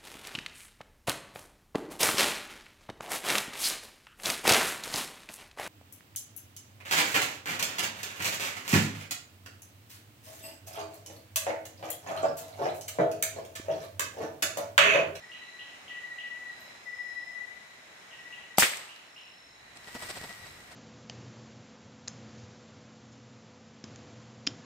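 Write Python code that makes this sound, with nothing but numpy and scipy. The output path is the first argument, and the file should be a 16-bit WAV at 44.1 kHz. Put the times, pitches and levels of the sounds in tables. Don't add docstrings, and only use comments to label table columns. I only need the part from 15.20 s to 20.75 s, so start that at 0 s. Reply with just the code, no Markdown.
import sys
import numpy as np
from scipy import signal
from scipy.fft import rfft, irfft
from scipy.io import wavfile
from scipy.ndimage import uniform_filter1d

SR = 44100
rng = np.random.default_rng(int(sys.argv[2]) if len(sys.argv) > 2 else 0)


def file_out(sig):
    cols = np.atleast_2d(sig).T
    lim = np.clip(cols, -1, 1)
    pcm = np.round(lim * 32767).astype(np.int16)
    wavfile.write(sys.argv[1], SR, pcm)


N = 244755
T = np.arange(N) / SR
FREQ = np.maximum(np.fft.rfftfreq(N, 1 / SR), 1)

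# frequency in Hz, relative density in dB per Hz.
NIGHT_SPECTRUM = [(18, -73), (30, -31), (81, -16), (249, -13), (518, -12.5), (591, -10), (639, -9),
                  (1330, -11.5), (1970, -6.5), (2490, -11), (3980, -18.5), (4420, -20.5), (6720, -23.5),
                  (7460, -23.5), (15500, -37.5)]
# start in seconds, end in seconds, pitch in Hz, upward glide in Hz,
# pitch waver in Hz, pulses per second, level in dB before the trees' echoes, left minus right in dB.
INSECT_TRILLS = [(-0.2, 0.18, 5350, 0, 30, 46, -69, -2), (0.101, 0.564, 3980, 15, 38, 62, -62, -11),
                 (0.701, 1.202, 3985, 20, 50, 62, -67, -5), (1.199, 1.66, 3985, 11.5, 44, 62, -63, -11),
                 (1.247, 1.9, 4910, 399.5, 110, 90, -71.5, -13),
                 (1.661, 2.193, 5230, 35, 27, 115, -65.5, -15), (1.751, 2.148, 3960, 40, 45, 62, -65, -4),
                 (3.699, 4.7, 4020, 0, 100, 58, -68.5, -10.5),
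                 (3.833, 4.438, 5360, -21, 12.3, 47, -60, -2.5), (5.155, 5.398, 3930, 28, 40, 62, -62, -10)]
# first chirp in seconds, last chirp in seconds, chirps per second,
# pitch in Hz, leader's level at full effort in dB before flutter and echoes, leader's left minus right in dB,
# rival's level relative to the leader in dB.
CRICKET_BOUTS = [(0.04, 0.54, 16.2, 1952, -45.5, -0.5, -11), (0.72, 1.31, 15.3, 1949, -37, 0.5, -3.5),
                 (1.679, 2.217, 16.6, 1968, -36, 7, -4.5), (2.946, 3.31, 16.3, 1940, -45.5, 0, -14),
                 (4.687, 5.25, 14.5, 1935, -47, 6, -4.5)]
# start in seconds, peak of the opening clicks in dB before the trees' echoes.
FROG_CALLS = [(0.1174, -40), (0.393, -40), (0.6799, -39.5), (0.9851, -39), (2.912, -45), (3.1252, -40.5),
              (3.691, -39.5), (3.9627, -39.5)]
# start in seconds, pitch in Hz, bandwidth in Hz,
# level in dB, decay time in seconds.
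SHARP_TICKS = [(3.3724, 5500, 4500, -37, 0.011), (3.376, 8000, 2500, -34, 0.0019),
               (3.379, 2900, 1500, -27, 0.0059), (3.534, 2040, 700, -25, 0.0073),
               (3.570, 7000, 5000, -27, 0.0027), (3.761, 3000, 3500, -41, 0.0033),
               (4.644, 2000, 4000, -43, .002)]
# frequency in Hz, relative density in dB per Hz.
BLAST_SPECTRUM = [(24, -39), (40, 0), (903, 2.5), (1680, -14.5), (2330, -8.5), (3650, -12.5), (4130, -17),
                  (4800, -8), (5440, -21), (8520, -4.5), (9410, -15.5), (12400, -10), (15500, -24.5)]
# frequency in Hz, level in dB before the low cut and panning,
# decay time in seconds.
BOOM_TONES = [(196, -14, 0.0073), (283, -15, 0.0028), (784, -12, 0.0045)]
# frequency in Hz, relative density in dB per Hz.
LEAF_SPECTRUM = [(47, -40), (80, -18), (202, -20), (544, -21), (864, -9), (1310, -11.5), (2430, -5.5),
                 (3950, -9.5), (4930, -4), (6010, -6.5), (8000, -2.5), (10200, -9), (15500, -10)]
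# frequency in Hz, relative density in dB per Hz.
WOOD_SPECTRUM = [(47, -57.5), (80, -25), (185, -21), (321, -20.5), (358, -17), (569, -8), (1600, -8.5),
                 (2000, -0.5), (2490, -4.5), (2720, -3), (6280, -12.5), (8360, -4), (10200, -21),
                 (12700, -12), (15500, -27.5)]
# frequency in Hz, time to fall 60 dB in seconds.
WOOD_RINGING = [(100, 1), (500, 0.61), (2000, 0.58), (5000, 0.51), (9000, 0.5), (15000, 0.42)]
# time in seconds, pitch in Hz, peak in dB before gain control.
TRUNK_SLAPS = [(3.4241, 1780, 5), (3.4317, 1210, -3)]
# frequency in Hz, relative density in dB per Hz.
RUSTLE_SPECTRUM = [(200, -6), (700, -2), (2000, 1.5), (3200, -3.5), (5200, -3), (6500, -9), (8200, -2),
                   (10000, -13), (13000, -9), (15500, -18)]
# frequency in Hz, relative density in dB per Hz.
SCUFF_SPECTRUM = [(35, -32), (60, -11), (339, -8), (711, -2), (1710, -10), (1960, -8), (3270, -9.5),
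                  (5180, -9), (6530, -18), (8040, -4), (10100, -16), (15000, -30)]
# start in seconds, level in dB before softening, low-pass corner in Hz.
HAND_SCUFFS = [(4.55, -47.5, 6000), (4.667, -45, 5000), (4.744, -37.5, 2010), (4.813, -38.5, 9000),
               (4.885, -37.5, 9000), (4.955, -39, 6050), (5.026, -40.5, 4000), (5.088, -43, 4000),
               (5.247, -46.5, 5000), (5.503, -46, 3970)]
# start in seconds, relative peak in dB, decay time in seconds,
# number of knocks in a row.
CASING_BUMPS = [(4.674, -40, .001, 1), (4.7508, -29, .0008, 4), (4.8273, -34, 0.00023, 1),
                (4.848, -35, .0002, 1), (4.897, -32, 0.0002, 1), (4.905, -36, .0003, 1),
                (4.928, -46, .0002, 1), (5.014, -36.5, 0.0026, 1), (5.039, -33.5, .0006, 2),
                (5.101, -38.5, .0003, 1)]

NIGHT_DB = -52.5
RASP_AT_S, RASP_RISE_S, RASP_DECAY_S, RASP_DB = 1.385, .025, .056, -61
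SOFT_START_DB, FLAT_START_HZ, FULL_EFFORT_SHARE = 2, 15, .55
CHIRP_SCATTER_DB, CHIRP_SCATTER_HZ = 1.0, 8
CHIRP_S, CHIRP_SAG_HZ_PER_S, CHIRP_WAVER_HZ = .052, 360, 12.8
FLUTTER_PER_S, FLUTTER_DB = 90, 1.7
RIVAL_LAG_S, RIVAL_FLAT_HZ, RIVAL_PAN_DB = .03, 8.2, -.5
FAR_CRICKETS_HZ, FAR_CRICKETS_DB = 1943, -65
SWING_START_S, SWING_FASTEST_S, SWING_SETTLE_S = 4.45, 4.865, .37
GRIP_SHIFTS_S = 4.06
RUSTLE_DB, RUMBLE_DB, RUMBLE_LURCH_DB = -43.5, -60, 2.5
REBOUND_S, REBOUND_LOSS_DB = .0042, 2.5
SCUFF_S = .035
TOP_HZ = 15600


def undb(db):
    return 10 ** (np.asarray(db) / 20)


def unit(x):
    return x / np.sqrt(np.mean(x ** 2) + 1e-20)


def pan(db):
    return undb(np.array([[db], [-db]]) / 2)


def at_hz(points, hz):
    f, value = np.transpose(points)
    return np.interp(np.log(hz), np.log(f), value)


def colour(points):
    return undb(at_hz(points, FREQ))


def resonance(hz, width_hz):
    return 1 / (1 + ((FREQ / hz - hz / FREQ) * hz / width_hz) ** 2)


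def noise(gain, alike_hz=500, grain_db=0):
    grain = np.minimum(rng.exponential(size=N // 16 + 1), 6)
    crackle = undb(grain_db * grain).repeat(16)[:N]
    spec = rfft(rng.standard_normal((3, N)) * crackle)
    shared = 1 / (1 + (FREQ / alike_hz) ** 2)
    ears = np.sqrt(shared) * spec[2] + np.sqrt(1 - shared) * spec[:2]
    return unit(irfft(gain * ears, N))


def walk(rate):
    return np.interp(T * rate, np.arange(2000), rng.standard_normal(2000))


def burst(start, rise, decay):
    age = np.maximum(T - start, 0)
    fall = np.minimum(np.maximum(age - rise, 0) / decay, 60)
    return np.minimum(age / rise, 1) * np.exp(-fall)


def swell(start, end, edge):
    return np.sin(np.pi / 2 * np.clip(np.minimum(T - start, end - T) / edge, 0, 1))


def low_cut(x, hz):
    return signal.sosfilt(signal.butter(2, hz, "high", fs=SR, output="sos"), x)


def among_trees(x, t60, wet_db):
    t = T[:SR]
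    sparse = rng.random((2, len(t))) < .03
    echoes = rng.standard_normal((2, len(t))) * sparse * undb(-60 * t / t60)
    echoes *= undb(wet_db) / np.sqrt(np.sum(echoes ** 2, axis=1, keepdims=True))
    echoes[:, 0] += 1
    return signal.fftconvolve(np.atleast_2d(x), echoes, axes=1)[:, :N]


def night():
    return noise(colour(NIGHT_SPECTRUM), alike_hz=413) * undb(NIGHT_DB + .84 * walk(5.333))


def trills(between_strokes=.15):
    near = 0
    for start, end, hz, glide_hz, waver_hz, rate, db, side in INSECT_TRILLS:
        pitch = hz + np.interp(T, [start, end], [0, glide_hz]) + waver_hz * walk(330)
        strokes = between_strokes + np.sin(np.pi * rate * (T - start)) ** 4
        note = unit(strokes * np.sin(2 * np.pi * np.cumsum(pitch) / SR))
        near = near + note * swell(start, end, .18) * undb(db) * pan(side)
    near = among_trees(near, t60=.25, wet_db=-8)
    chorus = noise(resonance(6640, 600)) * undb(-70 + walk(25)) * pan(-7)
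    chorus += noise(resonance(5360, 250)) * undb(-70.5 + 2 * walk(6.2))
    chorus += noise(resonance(3940, 420)) * undb(-65.5 + 1.7 * walk(4.03))
    rasp = noise(resonance(12800, 3200)) * burst(RASP_AT_S, RASP_RISE_S, RASP_DECAY_S) * undb(RASP_DB)
    return near + chorus + rasp


def chirp(when, hz):
    live = np.abs(T - when) < CHIRP_S / 2
    t = T[live] - when
    waver = np.interp(t, np.linspace(t[0], t[-1], 12), rng.standard_normal(12))
    pitch = hz - CHIRP_SAG_HZ_PER_S * t + CHIRP_WAVER_HZ * waver
    cycles = np.cumsum(pitch) / SR + rng.random()
    note = np.zeros(N)
    note[live] = np.cos(np.pi * t / CHIRP_S) * np.sin(2 * np.pi * cycles)
    return note


def tree_crickets():
    song = 0
    for first, last, rate, hz, db, side, rival_db in CRICKET_BOUTS:
        leader = rival = 0
        count = round((last - first) * rate) + 1
        for k, (loud, sharp) in enumerate(rng.standard_normal((16, 2))[:count]):
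            when = first + k / rate
            progress = (when - first) / (last - first)
            slack = (1 - progress / FULL_EFFORT_SHARE) ** 2
            pitch = hz - FLAT_START_HZ * slack + CHIRP_SCATTER_HZ * sharp
            strength = undb(db + CHIRP_SCATTER_DB * loud - SOFT_START_DB * slack)
            leader = leader + strength * chirp(when, pitch)
            rival = rival + strength * chirp(when + RIVAL_LAG_S, pitch - RIVAL_FLAT_HZ)
        song = song + leader * unit(pan(side))
        song = song + rival * undb(rival_db) * pan(RIVAL_PAN_DB)
    neighbours = noise(resonance(FAR_CRICKETS_HZ, 85)) * undb(FAR_CRICKETS_DB + 2 * walk(3))
    fluttering = song * undb(FLUTTER_DB * walk(FLUTTER_PER_S))
    early = among_trees(fluttering, t60=.33, wet_db=-6.5)
    return among_trees(early, t60=1.5, wet_db=-5) + neighbours


def frog(note_hz=2940, gap_s=.016, rattle_hz=125):
    calls = np.zeros(N)
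    t = T[:SR // 40]
    for start, db in FROG_CALLS:
        for k, (late, detune, size) in enumerate(rng.standard_normal((22, 3))):
            when = start + (k > 0) * (gap_s + (k - 1 + .2 * late) / rattle_hz)
            strength = 1 if k < 2 else .88 * .901 ** k * undb(2 * size)
            ring_s = .001 if k < 2 else .00028 + .00003 * k
            hz = note_hz * (1 + .023 * detune - .06 * np.tanh(k / 8))
            envelope = t / ring_s * np.exp(1 - t / ring_s)
            click = envelope * np.sin(2 * np.pi * hz * t)
            i = int(when * SR)
            calls[i:i + len(t)] += undb(db) * strength * click
    return among_trees(calls, t60=.52, wet_db=7.7)


def ticks():
    return sum(noise(resonance(hz, width_hz)) * burst(start, .00057, decay) * undb(db)
               for start, hz, width_hz, db, decay in SHARP_TICKS)


def wood_roll():
    roll, spec = 0, rfft(noise(colour(WOOD_SPECTRUM), grain_db=1.0))
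    centres = np.array(WOOD_RINGING)[:, 0]
    for band, (_, t60) in zip(np.eye(len(WOOD_RINGING)), WOOD_RINGING):
        share = at_hz(np.column_stack([centres, band]), FREQ)
        roll = roll + irfft(spec * share, N) * burst(3.40, .022, t60 / np.log(1000))
    return roll * undb(-17.5)


def trunk_slaps():
    slaps = 0
    for when, hz, db in TRUNK_SLAPS:
        cycles = (T - when) * hz
        slaps = slaps - undb(db) * np.exp(-np.abs(cycles) / .44) * np.cos(2 * np.pi * cycles)
    return slaps


def gunshot():
    fired = 3.3822
    blast = low_cut(noise(colour(BLAST_SPECTRUM), alike_hz=890), 1010)
    crack = blast * burst(fired, .0017, .0046) * undb(-.5) * pan(.89)
    boom = sum(undb(db) * np.sin(2 * np.pi * hz * (T - fired)) * burst(fired, .0013, decay)
               for hz, db, decay in BOOM_TONES)
    boom = low_cut(boom, 70) * pan(2)
    leaves = noise(colour(LEAF_SPECTRUM), grain_db=1.5) * burst(3.390, .0072, .034) * undb(-9)
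    undergrowth = noise(resonance(1980, 1700)) * burst(3.4225, .0084, .022) * undb(-12)
    thud = noise(resonance(363, 419)) * burst(3.419, .0087, .014) * undb(-25)
    far = noise(resonance(1450, 3500)) * burst(3.476, .093, .19) * undb(-40)
    return crack + boom + leaves + trunk_slaps() + undergrowth + thud + wood_roll() + far


def swing_noise():
    gathering = np.clip((T - SWING_START_S) / (SWING_FASTEST_S - SWING_START_S), 0, 1)
    speed = gathering ** 2 * np.exp(-np.maximum(T - SWING_FASTEST_S, 0) / SWING_SETTLE_S)
    rustle = noise(colour(RUSTLE_SPECTRUM), alike_hz=885, grain_db=2.5) * speed * undb(RUSTLE_DB)
    grip = np.clip((T - GRIP_SHIFTS_S) / (SWING_FASTEST_S - GRIP_SHIFTS_S), 0, 1)
    rumble = noise(resonance(102, 190)) * grip * undb(RUMBLE_DB + RUMBLE_LURCH_DB * walk(16))
    return rustle + rumble


def hand_scuffs():
    friction = noise(colour(SCUFF_SPECTRUM), alike_hz=1490, grain_db=2.5)
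    scuffs = 0
    for start, db, hz in HAND_SCUFFS:
        softened = signal.lfilter(*signal.butter(1, min(hz, SR / 3), fs=SR), friction)
        scuffs = scuffs + softened * undb(db) * swell(start, start + SCUFF_S, SCUFF_S / 2)
    return scuffs


def casing_bumps():
    pushes = sum(undb(db - k * REBOUND_LOSS_DB) * burst(start + k * REBOUND_S, .000067, decay)
                 for start, db, decay, count in CASING_BUMPS for k in range(round(count)))
    knocks = -low_cut(pushes, 85) * undb(2)
    buzz = noise(colour(RUSTLE_SPECTRUM), alike_hz=3000) * pushes * undb(-4)
    return knocks + buzz


def handling():
    return swing_noise() + hand_scuffs() + casing_bumps()


def scene():
    return night() + trills() + tree_crickets() + frog() + ticks() + gunshot() + handling()


def record(dry, threshold_db=-29, squeeze=.35, recover_db=6):
    power = np.abs(uniform_filter1d(np.mean(dry ** 2, axis=0), size=360))
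    over = squeeze * np.maximum(10 * np.log10(power + 1e-12) - threshold_db, 0)
    duck = np.maximum.accumulate(over + recover_db * T) - recover_db * T
    limited = np.clip(dry * undb(-duck), -.8, .8)
    return signal.sosfilt(signal.ellip(10, .2, 75, TOP_HZ, fs=SR, output="sos"), limited)


dry = scene()
out = record(dry)
file_out(out)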